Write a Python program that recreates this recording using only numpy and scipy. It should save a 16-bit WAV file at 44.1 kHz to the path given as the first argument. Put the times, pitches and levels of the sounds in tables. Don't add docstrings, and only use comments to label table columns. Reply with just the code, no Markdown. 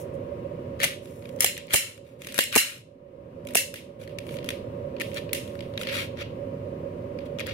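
import sys
import numpy as np
from scipy import signal
from scipy.io import wavfile
from scipy.ndimage import uniform_filter1d, minimum_filter1d

SR = 44100
rng = np.random.default_rng(int(sys.argv[2]) if len(sys.argv) > 2 else 0)


def generate_wav(sig):
    pcm = np.round(np.clip(np.atleast_2d(sig).T, -1, 1) * 32767).astype(np.int16)
    wavfile.write(sys.argv[1], SR, pcm)


def rack_gain(trim_db):
    fader = np.asarray(trim_db, float)
    return 10 ** (fader / 20)


N = 332073

# (time [s], level [dB], treble over body [dB], share sent to the room [dB])
CLICKS = [(0.8023, -22, -8, -13), (.829, -20, -12, -7.5), (0.833, -13, 0, 3), (0.837, -18.5, 3, -4),
          (0.847, -20, 6, -9), (0.851, -25, 4, -6), (1.0572, -34.5, -7, 0), (1.224, -38.5, -41, 2.5),
          (1.256, -31.5, -20, -9), (1.2916, -33, -3.5, -24), (1.362, -39.5, 2, -4), (1.3896, -37, -11, 7),
          (1.3974, -36, 4, -8), (1.407, -7, 11, -1), (1.445, -2, 2, -1), (1.5686, -21.5, -16, 2.5),
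          (1.5784, -19, 0, -15), (1.67, -38, 20, -10.5), (1.682, -34, -20, -4), (1.6888, -32, -17, -6),
          (1.7073, -22, -26, -16), (1.7317, -12, 4, 4), (1.7368, -0.5, 3.5, -7), (1.742, 0, 7.5, 6),
          (1.9781, -30, -8, -10), (2.22, -22.5, -4, -0.5), (2.2476, -24.5, -4, -7), (2.2665, -31, 4, -4),
          (2.271, -17, -4, 1), (2.324, -22, -3, -11), (2.344, -17.5, 2, -9), (2.38, -8, -2.5, 2),
          (2.3896, -0.5, -1.5, 0.5), (2.439, -10, 8, -11), (2.5269, -9.5, -10.5, -4), (2.5546, 0, 1, -9),
          (2.5613, 2.5, 7, 8), (2.78, -30.5, 20.5, -10), (3.451, -39, -3, -9.5), (3.4718, -28, -0.5, -2),
          (3.4878, -28, -11, -5), (3.5085, -36, 3, -13), (3.537, -31.5, 4, -8), (3.5493, -13.5, -1, 2.5),
          (3.554, -5, 7, 6), (3.7415, -18.5, -2.5, 3), (4.0151, -36, -14.5, -3), (4.038, -35, -5, -11),
          (4.077, -32, -10, 0), (4.187, -22, -8.5, -10), (4.268, -36.5, -9, 1), (4.292, -32.5, -27, 1),
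          (4.342, -34.5, -4, 1.5), (4.369, -32.5, -10, -13), (4.388, -32.5, -21, -4), (4.429, -39, -33, -4),
          (4.4444, -31, -3, 1), (4.4899, -18, -7, -5.5), (4.505, -22.5, -8, -15.5), (4.9665, -37.5, -25, 0),
          (5.0004, -28, -2.5, 1), (5.007, -24.5, -21, -3.5), (5.012, -23, -10, -9), (5.017, -19, -10, -10),
          (5.117, -38.5, -27, 9), (5.1448, -32.5, 1, 3), (5.181, -30, -20, -7), (5.2935, -34.5, -30, -2),
          (5.332, -12.5, 1, -1.5), (5.4778, -36, -7, 1), (5.554, -35, -13, -19.5), (5.592, -36, -31, -13),
          (5.6076, -28, -18, -3.5), (5.739, -37, -22, 0), (5.777, -20.5, -19, -7), (5.8143, -22, -21, -4),
          (5.8338, -26.5, -12, 1), (5.8718, -23.5, -17, 9.5), (6.173, -33, -23, -2), (6.19, -31, -23, 2),
          (6.2115, -31, -15.5, -3), (7.189, -36, -21.5, -2), (7.2648, -40, -27, -10),
          (7.3876, -25.5, -21, -1), (7.396, -25, -12, -5), (7.404, -23.5, -13, -15), (7.463, -29, -25, 0),
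          (7.4683, -26.5, -5.5, -5.5), (7.476, -28, -21, -4)]
# (start [s], peak [s], end [s], level [dB], treble over body [dB])
SCRAPES = [(0, -0.004, 0.069, -50, 8), (.12, .15, .17, -65, 6), (0.784, 0.822, 1.02, -29.5, -12.5),
           (0.823, 0.846, .854, -20.5, -1), (1.01, 1.04, 1.54, -53.5, 4), (1.391, 1.434, 1.44, -19, 2),
           (1.685, 1.727, 2.016, -26, -6.5), (1.731, 1.736, 1.646, -4, -3), (2.026, 2.063, 2.24, -50, -7),
           (2.178, 2.222, 2.35, -43, -3.5), (2.336, 2.36, 2.42, -28, -3), (2.51, 2.544, 2.853, -17.5, -7),
           (3.983, 4.016, 4.08, -44.5, -5.5), (4.187, 4.337, 4.39, -54, 6.5), (4.414, 4.467, 4.4, -55, 2.5),
           (5.015, 5.056, 5.3, -58.5, 14), (5.138, 5.184, 5.195, -34, -14), (5.356, 5.45, 5.94, -58, -2),
           (5.778, 5.82, 5.85, -42, 1), (5.856, 5.917, 5.9, -30, -16), (5.883, 5.974, 6.093, -29, -10.5),
           (6.149, 6.23, 6.23, -35, -19), (7.246, 7.258, 7.29, -55.5, -8), (7.406, 7.408, 7.42, -32, -26),
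           (7.472, 7.483, 7.6, -39, -24)]
# (time [s], length [s], left level [dB], right level [dB], low edge [Hz])
OVERLOADS = [(0.825, 0.037, -31, -36.5, 593), (1.442, 0.0088, -19.5, -24, 393.6),
             (1.736, 0.019, -16.5, -12.5, 59.6), (2.387, 0.0068, -8, -17, 254),
             (2.558, 0.017, -8, -2.5, 129.8), (3.553, 0.008, -19.5, -15, 398)]
# (frequency [Hz], level [dB])
CRACK_BODY = [(300, -32.5), (800, -24), (1500, -6), (2100, -0.5), (2900, -5), (3500, -6), (4600, -12),
              (6500, -22.5), (9000, -34.5)]
# (frequency [Hz], level [dB])
CRACK_TREBLE = [(3500, -38.5), (5500, -3.5), (7000, -4), (8500, -3.5), (10500, 0), (12000, -4), (13200, -4),
                (15600, -10), (18000, -15)]
# (frequency [Hz], relative level [dB], decay by 60 dB [s])
STEEL_MODES = [(2370, -2, .014), (2750, 0, .016), (3050, -6, .012), (4090, -3, .018), (4540, -8, .016),
               (5570, -10, .012), (7130, -4, .014), (7820, -6, .014), (9220, -4, .012), (9800, -3, .012),
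               (11000, -8, .01), (12900, -2, .01), (14300, -5, .01)]
# (time [s], left lag [ms], left over right [dB])
HELD = [(0, -0.63, 3), (.9, -0.43, 2.5), (1.4, -0.96, 1), (2.6, -0.76, 3), (3.6, -0.73, 0),
        (4.099, -0.91, 2), (7.53, -0.83, 4)]
# (delay [ms], left share [ratio], right share [ratio])
EARLY = [(.7, 0.16, -.3), (1.3, -0.18, .4), (2.1, 0.08, .2), (3.2, 0.25, -.3), (4.6, -.25, .15)]
# (frequency [Hz], decay by 60 dB [s])
ROOM_DECAY = [(300, 0.25), (1300, 0.24), (3500, 0.38), (9000, 0.33), (15000, 0.22)]
# (frequency [Hz], left level [dB], right level [dB])
HUM_LINES = [(731, -57, -53.5), (830, -74.5, -81.5), (963, -52.5, -64.5), (1078, -55, -68),
             (1217, -61.5, -80.5)]
# (frequency [Hz], level [dB per Hz])
AIR_LEFT = [(30, -67), (70, -74.5), (95, -52), (140, -53), (250, -58), (360, -61), (550, -63.5),
            (700, -69.5), (1100, -71), (1400, -77), (2500, -83), (4000, -92.5), (6500, -100), (16000, -102)]
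# (frequency [Hz], level [dB per Hz])
AIR_RIGHT = [(30, -70.5), (70, -73), (95, -52.5), (140, -53), (250, -57), (420, -56), (560, -44),
             (640, -61.5), (800, -80.5), (1200, -87.5), (1800, -80), (2900, -81.5), (3300, -90.5),
             (7000, -103), (16000, -103)]
# (frequency [Hz], likeness [-1 to 1])
LIKENESS = [(60, 1), (200, .94), (380, 1), (560, 0.86), (750, -0.62), (1000, -0.73), (1400, -0.24),
            (2400, .05), (15000, -0.29)]
# (frequency [Hz], width [Hz], level [dB])
BOOM = [(96.5, 16, 13), (153.6, 30, 2.5), (250.3, 20, 11), (363.5, 22, 8), (467, 14, 3), (565.5, 18, 6)]


def evened(x):
    return x / np.sqrt(np.mean(x ** 2) + 1e-20)


def read(points, hz):
    f, value = np.transpose(points)
    return np.interp(np.log(hz + 1), np.log(f + 1), value)


def add(bus, s, sound):
    part = bus[max(round(s * SR), 0):][:len(sound)]
    part += sound[:len(part)]


def pistol():
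    near = np.zeros((2, 2, N))
    far = np.zeros((2, N))
    ringing = np.zeros(N)
    blows(near, far, ringing)
    scrapes(near, far)
    cracks = crack(CRACK_BODY), crack(CRACK_TREBLE)
    direct = sum(signal.oaconvolve(n, c[None], axes=1)[:, :N] for n, c in zip(near, cracks))
    distant = sum(signal.oaconvolve(f, c)[:N] for f, c in zip(far, cracks))
    return direct + rack_gain(-14) * ringing, rack_gain(-4) * distant + rack_gain(-6) * ringing


def blows(near, far, ringing):
    t = np.arange(800) / SR
    all_draws = rng.standard_normal((len(CLICKS), 2, len(t) + 1))
    for (s, db, treble_db, room_db), draws in zip(CLICKS, all_draws):
        scatter, burst = draws[:, 0], draws[:, 1:]
        t60 = 0.011 * rack_gain(0.097 * db)
        rise = np.minimum(t / 0.00082, 1) ** 2
        shape = rack_gain(db + 6.5 - 60 * t / t60) * rise
        impulse = np.full((2, 1), np.linalg.norm(shape))
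        place(near, far, s - .001, shape * burst, impulse, treble_db, room_db, scatter)
        ring_db = min(room_db, 8) + 1.1 * min(db + 0.5, 0)
        add(ringing, s, steel() * impulse[0] * rack_gain(ring_db))


def steel():
    spot_db, grip_detune = 3, .015
    hz, db, t60 = np.transpose(STEEL_MODES)[:, :, None]
    t = np.arange(1024) / SR
    spot, grip = rng.standard_normal((2, len(STEEL_MODES), 1))
    decay = rack_gain(db + spot_db * spot - 60 * t / t60)
    ring = (decay * np.sin(2 * np.pi * hz * (1 + grip_detune * grip) * t)).sum(0)
    return ring / np.linalg.norm(ring)


def scrapes(near, far):
    catch_db = 24 * uniform_filter1d(rng.exponential(1, N), size=90)
    catches = evened(rng.standard_normal((2, N)) * rack_gain(catch_db))
    for start, peak, end, db, treble_db in SCRAPES:
        at = np.arange(round(start * SR), min(round(end * SR), N))
        swell = np.interp(at / SR, (start, peak, end), (0, 1, 0))
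        stroke = np.sin(np.pi / 2 * swell) ** 2.2
        rub = rack_gain(db) * stroke * catches[:, at]
        place(near, far, start, rub, rub, treble_db, room_db=-9.5, scatter=(0, 0))


def place(near, far, s, sound, echoing, treble_db, room_db, scatter):
    wander_ms, shade_db = .1, 1.5
    when, lags, pans = np.transpose(HELD)
    lag_ms = np.interp(s, when, lags) + wander_ms * scatter[0]
    pan_db = np.interp(s, when, pans) + shade_db * scatter[1]
    for band, tilt_db in enumerate((treble_db, -treble_db)):
        share = 1 / np.sqrt(1 + rack_gain(tilt_db) ** 2)
        add(near[band, 0], s + lag_ms / 2000, share * sound[band] * rack_gain(pan_db / 2))
        add(near[band, 1], s - lag_ms / 2000, share * sound[band] * rack_gain(-pan_db / 2))
        add(far[band], s, share * echoing[band] * rack_gain(min(room_db, 8)))


def crack(colour):
    log_gain = np.log(rack_gain(read(colour, abs(np.fft.fftfreq(2048, 1 / SR)))))
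    phase = -signal.hilbert(log_gain).imag
    out = np.fft.ifft(np.exp(log_gain + 1j * phase)).real[:1024]
    return out / np.linalg.norm(out)


def overloads():
    out = np.zeros((2, N))
    noises = rng.standard_normal((len(OVERLOADS), 2, 4000))
    for (s, length, left_db, right_db, low_hz), noise in zip(OVERLOADS, noises):
        band = signal.butter(2, (low_hz, 810), "band", fs=SR, output="sos")
        low_noise = signal.sosfilt(band, noise)
        count = round(length * SR)
        for side, db in enumerate((left_db, right_db)):
            burst = evened(low_noise[side, -count:]) * signal.windows.tukey(count, .5)
            add(out[side], s, rack_gain(db) * burst)
    return out


def nearby(x):
    taps = np.zeros((2, 400))
    taps[:, 0] = 1
    for ms, left, right in EARLY:
        taps[:, round(ms * SR / 1000)] += left, right
    return signal.oaconvolve(x, taps / np.linalg.norm(taps, axis=1, keepdims=True), axes=1)[:, :N]


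def room(x):
    out = np.zeros((2, N))
    turn = 2 * np.pi * 3.1 * np.arange(N) / SR
    wall, slap_end = round(.0165 * SR), round(.0205 * SR)
    for k in range(3):
        taps = np.zeros((2, 30000))
        at = np.arange(200, 29980, 10) + rng.integers(0, 10, (2, 2978))
        np.put_along_axis(taps, at, rng.choice([-1., 1.], at.shape), 1)
        taps[:, :wall] *= rack_gain(-7.5)
        taps[:, wall:slap_end] *= rack_gain(3.5)
        hz, t, z = signal.stft(taps, SR, nperseg=128)
        decay = rack_gain(-60 * t / read(ROOM_DECAY, hz)[:, None])
        tail = signal.istft(z * decay, SR, nperseg=128)[1]
        share = np.sqrt((1 + np.cos(turn + 2 * np.pi * k / 3)) / 3)
        out += signal.fftconvolve((x * share)[None], tail / np.linalg.norm(tail[0]), axes=1)[:, :N]
    return out


def hum():
    t = np.arange(N) / SR
    lag = np.array([[0], [2.8]])
    out = np.zeros((2, N))
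    for hz, left_db, right_db in HUM_LINES:
        cycles = hz * t + rng.random()
        out += rack_gain(np.array([[left_db], [right_db]])) * np.sin(2 * np.pi * cycles + lag)
    return out


def air():
    frames, hz = N // 512 + 5, np.fft.rfftfreq(2048, 1 / SR)
    a, b, c, d, patches = rng.standard_normal((frames, 1025, 5)).T
    patches = uniform_filter1d(uniform_filter1d(patches, size=5, axis=0), size=5, axis=1)
    patch_db = 0.91 * evened(patches)
    boom_db = sum(db / (1 + (2 * (hz - f) / width) ** 2) for f, width, db in BOOM)
    colour_db = np.array([read(AIR_LEFT, hz), read(AIR_RIGHT, hz)])
    same = np.clip(read(LIKENESS, hz), -.95, .95)[:, None]
    left = a + 1j * b
    right = same * left + np.sqrt(1 - same ** 2) * (c + 1j * d)
    z = np.array([left, right]) * rack_gain(colour_db[:, :, None] + boom_db[:, None] + patch_db)
    noise = signal.istft(z, nperseg=2048, noverlap=1536)[1][:, :N]
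    return rack_gain(-34.5) * evened(noise)


def scene():
    direct, distant = pistol()
    thinner = signal.lfilter(*signal.butter(2, 1500, "high", fs=SR), distant)
    gathered = signal.lfilter(*signal.iirpeak(2716, 2716 / 790, fs=SR), thinner)
    thinner = thinner + rack_gain(-2) * gathered
    bursts = overloads()
    tails = room(thinner + rack_gain(-16.5) * bursts[0])
    return nearby(direct) + bursts + tails + air() + hum()


def band_limit(x):
    return signal.sosfilt(signal.butter(12, 16810, fs=SR, output="sos"), x)


def record(dry):
    start_db, ratio, hold_s = -29, 0.62, 0.35
    fall_db, rise_db = 45, 22
    step = 88
    power = abs(uniform_filter1d((dry ** 2).mean(0), 2200))[::step]
    power_db = 10 * np.log10(power + 1e-12)
    hold = int(hold_s * SR / step)
    remembered = -minimum_filter1d(-power_db, hold, origin=(hold - 1) // 2)
    cut_db = [0.]
    for wanted in ratio * np.maximum(remembered - start_db, 0):
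        least, most = cut_db[-1] - rise_db * step / SR, cut_db[-1] + fall_db * step / SR
        cut_db.append(min(max(wanted, least), most))
    ducked = dry * rack_gain(-np.interp(np.arange(N), np.arange(len(cut_db)) * step, cut_db))
    low_pass = signal.firwin(255, 15900, window=("kaiser", 7), fs=SR)
    mix = signal.oaconvolve(np.clip(ducked, -1, 1), low_pass[None], "same", axes=1)
    return band_limit(mix)


dry = scene()
out = record(dry)
generate_wav(out)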